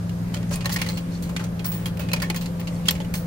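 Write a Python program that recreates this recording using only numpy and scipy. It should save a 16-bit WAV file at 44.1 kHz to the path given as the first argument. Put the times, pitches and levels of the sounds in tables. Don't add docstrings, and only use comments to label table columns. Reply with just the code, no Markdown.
import sys
import numpy as np
from scipy import signal
from scipy.io import wavfile
from scipy.ndimage import uniform_filter1d

SR = 44100
rng = np.random.default_rng(int(sys.argv[2]) if len(sys.argv) > 2 else 0)


def dump_mix(stems):
    frames = np.atleast_2d(stems).T
    limited = np.clip(frames, -1, 1)
    pcm = np.round(limited * 32767).astype(np.int16)
    wavfile.write(sys.argv[1], SR, pcm)


def natural_amplitude(level_db):
    exponent = np.asarray(level_db, float) / 20
    return 10 ** exponent


N = 143766

LEFT_LAG_S = -9 / 44100
GRIT_DB, OWN_SHARE = 3, 0.89
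ATTACK_S, TAIL_T60_S = 0.0015, 0.17
SPREAD_DB = 3.5


def band(x, lo_hz, hi_hz):
    sos = signal.butter(2, [lo_hz, hi_hz], "band", fs=SR, output="sos")
    return signal.sosfilt(sos, x) * np.sqrt(SR / 2 / (hi_hz - lo_hz))


def ring(x, hz, t60):
    r = np.exp(-np.log(1000) / (max(t60, .004) * SR))
    gain = np.sqrt(1 - r * r)
    poles = [1, -2 * r * np.cos(2 * np.pi * hz / SR), r * r]
    return signal.lfilter([gain, 0, -gain], poles, x) / np.sqrt(2)


def walk(rate):
    hold = int(SR / rate)
    levels = np.repeat(rng.standard_normal(N // hold + 1), hold)
    return 0.92 * uniform_filter1d(uniform_filter1d(levels, hold), hold)[:N]


def ports(grit_db, wide):
    grit = natural_amplitude(grit_db * (rng.exponential(size=(3, N)) - 3.0)) * rng.standard_normal((3, N))
    wide = np.clip(wide, 0, 1)
    shared = np.array([np.roll(grit[0], int(round(LEFT_LAG_S * SR))), grit[0]])
    return np.sqrt(1 - wide ** 2) * shared + wide * grit[1:]


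def chatter(times, db, t60, tail_db):
    t = np.arange(SR // 4) / SR
    env = np.zeros((db.shape[1], N + len(t)))
    for s, level, fall in zip(times, db, t60):
        decay = natural_amplitude(-60 * t / max(fall, .005)) + natural_amplitude(tail_db - 60 * t / TAIL_T60_S)
        start = int(s * SR)
        env[:, start:start + len(t)] += natural_amplitude(level)[:, None] * np.minimum(t / ATTACK_S, 1) * decay
    return env[:, :N]


def struck(modes, times, db, t60, tail_db, drive, spot_db=0):
    spread = SPREAD_DB * rng.standard_normal((len(times), len(modes)))
    gains = db[:, None] + np.array(modes)[:, 1] + spot_db + spread
    env = chatter(times, gains, t60, tail_db)
    rung = sum(ring(e * drive, hz, mode_t60) for e, (hz, _, mode_t60) in zip(env, modes))
    return rung / np.sqrt(len(modes))


# [t/s, peak level/dB, landing spot f/Hz, coin edge level/dB, chatter
# t60/s]
COIN_KNOCKS = [(0.0935, -24.5, 2800, -14, 0.041), (0.34, -16, 3100, -20, 0.15),
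               (0.3657, -22, 3060, -31, 0.04), (0.428, -25.5, 1600, -23, 0.061),
               (0.509, -23.5, 1590, -14.5, 0.45), (0.537, -19, 6850, -8.5, 0.06),
               (0.557, -24, 2500, -4, 0.071), (0.607, -22.5, 2480, -37, 0.12),
               (0.6445, -21.5, 1940, -23, 0.084), (0.6565, -9.5, 1850, -12, 0.077),
               (0.693, -16.5, 1810, -14, 0.14), (0.725, -21, 4600, -8, 0.093), (0.74, -23, 4650, 2, 0.092),
               (0.7609, -7.5, 2040, -16, 0.056), (0.786, -23, 2260, -17, 0.34),
               (0.815, -11, 2650, -13, 0.058), (0.843, -26, 3130, -25, 0.075), (0.862, -18, 2100, -15, 0.11),
               (0.886, -20, 3900, -17, 0.33), (0.9714, -19, 3800, -15, 0.11),
               (1.2227, -26.5, 4850, -6.5, 0.31), (1.291, -27.5, 1400, -13.5, 0.12),
               (1.363, -8.5, 3260, -35, 0.054), (1.3926, -23, 1400, -27, 0.25),
               (1.4385, -19.5, 5750, -15, 0.11), (1.593, -20, 3200, -25, 0.062),
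               (1.6438, -23, 1490, -5.5, 0.21), (1.653, -43, 2060, 2, 0.72),
               (1.7172, -28.5, 1660, -7, 0.56), (1.8565, -14.5, 3300, -15.5, 0.13),
               (1.9706, -25, 2530, -9, 0.043), (1.9928, -20.5, 1610, -16.5, 0.31),
               (2.0864, -18.5, 2460, -33, 0.053),
               (2.1153, -16.5, 2500, -31, 0.039), (2.132, -1.5, 2400, -11.5, 0.051),
              (2.16, -18.5, 1830, -35, 0.12), (2.2, -14, 2470, -29, 0.037),
              (2.2182, -13.5, 1840, -14, 0.18), (2.2994, -9, 2400, -13, 0.049),
              (2.344, -20.5, 1920, -15, 0.12), (2.36, -13, 3950, -18, 0.11), (2.41, -21.5, 4300, -16, 0.27),
              (2.4576, -18, 3920, -17, 0.044), (2.595, -25.5, 2070, -21, 0.2),
              (2.6716, -21, 2750, -23, 0.096), (2.8552, -24, 2800, -18, 0.37),
              (2.883, -3.5, 3480, -9, 0.041), (2.9075, -6, 3020, -1.5, 0.022),
              (2.952, -24, 2140, -36, 0.082), (3.0032, -22.5, 3240, -39, 0.12),
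              (3.046, -27, 1590, -16, 0.048), (3.1384, -13, 1920, -9, 0.086),
              (3.151, -34.5, 4300, 1.5, 0.44)]
# [f/Hz, level/dB, t60/s]
CHUTE_MODES = [(590, 7, 0.048), (867, 3.5, 0.068), (1080, 2, 0.022), (1400, -3, 0.0064), (1830, -4, 0.029),
               (2184, 2, 0.0065), (2480, -6, 0.062), (2760, -0.5, 0.0061), (3260, -8, 0.093),
               (4140, -1.5, 0.0034), (4850, -25, 0.034), (5820, -7, 0.011), (6500, -3, 0.0091)]
EDGE_MODES = [(7300, -4, .015), (9400, -5, .02), (10500, -5, .012), (11600, -4, .015), (12800, -2, .02),
              (14400, 0, .01)]
CHUTE_DB, CHUTE_CRACK_DB = -8, -22
EDGE_DB, EDGE_CRACK_DB = -13, -2
FOCUS_DB, FOCUS_OCT, SLOPE_DB_OCT = 8, 0.083, 7.5
TAIL_DB = -19.5
CHUTE_PAN_DB, EDGE_PAN_DB = -1.5, -2.5


def knocks():
    s, db, spot_hz, edge_db, t60 = np.array(COIN_KNOCKS).T
    away_oct = np.abs(np.log2(np.array(CHUTE_MODES)[:, 0] / spot_hz[:, None]))
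    spot_db = FOCUS_DB * np.exp(-(away_oct / FOCUS_OCT) ** 2) - SLOPE_DB_OCT * away_oct
    low, high = ports(GRIT_DB, OWN_SHARE), ports(GRIT_DB, OWN_SHARE)

    chute = struck(CHUTE_MODES, s, db + CHUTE_DB, t60 * 0.9, TAIL_DB, low, spot_db)
    crack = chatter(s, db[:, None] + CHUTE_CRACK_DB, t60, TAIL_DB) * low
    chute = chute + band(crack, 920, 5170)
    boom = signal.lfilter(*signal.butter(2, 1600, fs=SR), chute)
    chute = chute + np.array([[1], [-.2]]) * boom

    level = db + edge_db
    rim = struck(EDGE_MODES, s, level + EDGE_DB, t60 * 0.11, TAIL_DB - 12, high)
    dull_modes = [(hz, 0, .004) for hz in np.arange(4500, 16500, 1000)]
    rim = rim + struck(dull_modes, s, level + EDGE_CRACK_DB, t60 * 0.6, TAIL_DB - 5.5, high)

    sides = np.array([[1], [-1]]) / 2
    return chute * natural_amplitude(CHUTE_PAN_DB * sides) + rim * natural_amplitude(EDGE_PAN_DB * sides)


# [t/s, peak level/dB, f/Hz]
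CLUNKS = [
    (.513, -26.5, 574),
    (0.658, -26, 1080),
    (0.76, -17.5, 1886),
    (1.995, -30.5, 590),
    (2.137, -17, 2480),
    (2.885, -7.5, 3260),
    (3.003, -30, 863),
    (2.3, -28, 338),
]
CLUNK_CYCLES = 18


def clunks():
    t = np.arange(N) / SR - np.array([[LEFT_LAG_S / 2], [0]])
    out = 0
    for s, db, hz in CLUNKS:
        age = np.maximum(t - s, 0)
        pair = np.sin(2 * np.pi * hz * age) + 0.25 * np.sin(2 * np.pi * hz * 2.3 * age)
        fade = natural_amplitude(db - 60 * age / (0.037 + CLUNK_CYCLES / hz))
        out = out + fade * np.minimum(age / 0.00065, 1) * pair
    return out


# [t/s, peak level/dB, f/Hz, t60/s]
TICKS = [(.494, -37, 6640, 0.016), (0.513, -37.5, 1616, 0.12), (.5387, -34, 6900, 0.027),
         (.5577, -23.5, 9430, 0.015), (.609, -35, 4620, 0.04), (0.657, -17.5, 4110, 0.022),
         (0.719, -28, 1950, 0.032), (0.816, -24.5, 2386, .03), (0.846, -42, 5870, 0.012),
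         (.864, -27.5, 1980, 0.045), (.889, -21.5, 4230, 0.026), (.906, -31, 2100, 0.025),
         (0.939, -46, 8050, 0.14), (.961, -34, 4350, 0.033), (1.122, -42, 4270, .04),
         (1.152, -37.5, 4380, 0.054), (1.858, -25.5, 3240, 0.044), (2.137, -26.5, 933, .06),
         (.53, -41.5, 2510, 0.45), (2.116, -25, 2610, 0.034), (2.117, -30, 4150, 0.036),
         (2.137, -20.5, 4840, 0.029), (1.999, -45, 2570, 0.61), (2.167, -30, 2430, 0.055),
         (2.22, -25, 1864, 0.031), (2.223, -24, 4800, 0.032), (2.236, -30, 2210, 0.081),
         (2.3, -24.5, 4340, .03), (2.301, -26.5, 2450, 0.058), (2.346, -26.5, 1905, 0.027),
         (2.366, -39, 6900, .05), (2.675, -38, 2700, 0.014), (2.726, -37.5, 2000, .03),
         (2.762, -40, 4400, .04), (2.884, -16, 6500, 0.01), (2.892, -20, 1875, 0.023),
         (2.908, -16.5, 13000, 0.031), (2.909, -23.5, 5560, 0.027), (2.952, -39, 7200, 0.019),
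         (3.002, -35, 3030, .04), (3.003, -23, 557, 0.037), (3.015, -36, 3400, .03),
         (3.049, -37, 2930, 0.035), (3.145, -38, 6310, 0.15), (.36, -34.5, 582, 0.2),
         (.341, -31.5, 3070, 0.063)]
TICK_RISE_S, TICK_ROUGH = 0.001, .5


def ticks():
    age = np.arange(8000) / SR
    out = np.zeros((2, N + len(age)))
    chance = rng.random((len(TICKS), 3))
    for (s, db, hz, t60), (lag, side, turn) in zip(TICKS, chance):
        env = natural_amplitude(db - 60 * age / max(t60, .005)) * np.minimum(age / TICK_RISE_S, 1)
        env[:6] += natural_amplitude(db)
        jitter = uniform_filter1d(rng.standard_normal((2, len(age))), size=32)
        rough = 1 + TICK_ROUGH * 4 * jitter
        phase = 2 * np.pi * (hz * age + turn + np.array([[.3 * lag - .15], [0]]))
        pan = natural_amplitude(np.array([[1], [-1]]) * (4 * side - 3))
        start = int(s * SR)
        out[:, start:start + len(age)] += env * rough * np.sin(phase) * pan
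    return out[:, :N]


# [middle t/s, level/dB, f/Hz, half length/s]
SLIDES = [
    (0.537, -35, 5700, 0.023),
    (0.727, -25.5, 5860, 0.01),
    (0.729, -26, 11100, 0.0094),
    (2.872, -40.5, 3900, 0.0044),
    (2.894, -24, 3780, 0.011),
    (1.149, -48, 4900, 0.036),
    (2.741, -54, 6800, 0.089),
]
SLIDE_WIDTH, SLIDE_GRIT_DB = 1.41, 4


def slides():
    t = np.arange(N) / SR
    drive = ports(SLIDE_GRIT_DB, OWN_SHARE)
    drive = drive / drive.std()
    out = 0
    for s, db, hz, half in SLIDES:
        swell = natural_amplitude(db) * np.exp(-((t - s) / half) ** 2)
        out = out + band(swell * drive, hz / SLIDE_WIDTH, hz * SLIDE_WIDTH)
    return out


# [t/s, peak level/dB, large coin level/dB, jostle t60/s]
SINGING = [(0.5576, -30, -8, 0.054), (0.7253, -24, -19, 0.12), (0.8884, -24, -23, 0.18),
           (0.9747, -29, -12, 0.1), (1.653, -19, 3, 0.32), (1.732, -27, -4, 0.21),
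           (1.9939, -23, -21, 0.077), (2.3615, -25, -19, 0.1), (2.597, -30.5, 20, 0.029),
           (3.1363, -29, 8, 0.14), (3.1694, -28, 1, 0.22)]
# [f/Hz, level/dB, t60/s]
LARGE_COIN = [(9400, 0, .04), (15050, 3, .04)]
SMALL_COIN = [(15440, -4, .04), (15650, 0, .04)]
LARGE_DB, SMALL_DB = -18, -6.5


def singing():
    s, db, large_db, t60 = np.array(SINGING).T
    drive = ports(GRIT_DB, OWN_SHARE)
    small = struck(SMALL_COIN, s, db + SMALL_DB, t60, -60, drive)
    large = struck(LARGE_COIN, s, db + large_db + LARGE_DB, t60, -60, drive)
    return small + large


# [multiple of the shaft rate, rms level/dB]
SHAFT_ORDERS = [
    (8, -53.5),
    (9, -52.5),
    (14, -56),
    (15, -66),
    (18, -51.5),
    (20, -63),
]
# [f/Hz, rms level/dB]
FAN = [
    (189.9, -40),
    (276.5, -50),
]
SHAFT_HZ, WOBBLE_DB = 28.61, 4
VALVE_DB, VALVE_WOBBLE_DB = -28.5, 0.64
HUM_PAN_DB = 1.3


def hum():
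    turn = 2 * np.pi * np.cumsum(1 + 0.00277 * walk(3.16)) / SR
    tones = [(order * SHAFT_HZ, db, WOBBLE_DB) for order, db in SHAFT_ORDERS]
    tones += [(6 * SHAFT_HZ, VALVE_DB, VALVE_WOBBLE_DB)]
    tones += [(hz, db, 2.5) for hz, db in FAN]
    right = 0
    for hz, db, wobble_db in tones:
        level = np.sqrt(2) * natural_amplitude(db + wobble_db * walk(5.96))
        right = right + level * np.sin(hz * turn + 2 * np.pi * rng.random())
    left = np.roll(right, int(round(LEFT_LAG_S * SR)))
    return np.array([left * natural_amplitude(HUM_PAN_DB / 2), right * natural_amplitude(-HUM_PAN_DB / 2)])


# [t/s, rms level/dB]
ENGINE = [
    (0, -34.5),
    (.85, -34),
    (1.05, -45),
    (1.5, -40.5),
    (1.8, -34),
    (2.3, -37),
    (2.5, -43),
    (3.26, -43),
]
ENGINE_HZ = 111.9


def engine():
    s, db = np.array(ENGINE).T
    level = natural_amplitude(np.interp(np.arange(N) / SR, s, db) + 3.2 * walk(17))
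    phase = 2 * np.pi * np.cumsum(ENGINE_HZ * (1 + 0.023 * walk(8))) / SR
    return np.sqrt(2) * level * np.sin(phase)


# [f/Hz, level/dB per Hz]
AIR = [
    (25, -11.5),
    (92, -2.5),
    (175, -6.5),
    (354, -18.5),
    (516, -16),
    (800, -23.5),
    (4000, -39),
    (16000, -45),
]
AIR_DB, SWELL_DB, FLICKER_DB = -32.5, .6, 2
WIDE_HZ, WIDE_SHARE = 710, 1


def air():
    out, swell = 0, walk(0.26)
    table_hz, table_db = np.array(AIR).T
    for hz in 25 * 2 ** np.arange(0, 9.4, .5):
        noise = band(ports(0, min(hz / WIDE_HZ, 1) * WIDE_SHARE), hz / 1.235, hz * 1.147)
        db = np.interp(np.log(hz), np.log(table_hz), table_db) + 10 * np.log10(hz)
        out = out + natural_amplitude(db + SWELL_DB * swell + FLICKER_DB * walk(8.52)) * noise
    return out * natural_amplitude(AIR_DB) / np.sqrt(np.mean(out ** 2))


def scene():
    coins = knocks() + clunks() + ticks() + slides() + singing()
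    return coins + hum() + engine() + air()


def band_limit(x):
    return signal.sosfilt(signal.butter(12, 17150, fs=SR, output="sos"), x)


def record(dry):
    top_cut = signal.ellip(6, .3, 32, 15750, fs=SR, output="sos")
    mix = signal.sosfilt(top_cut, dry)
    return band_limit(mix)


dry = scene()
out = record(dry)
dump_mix(out)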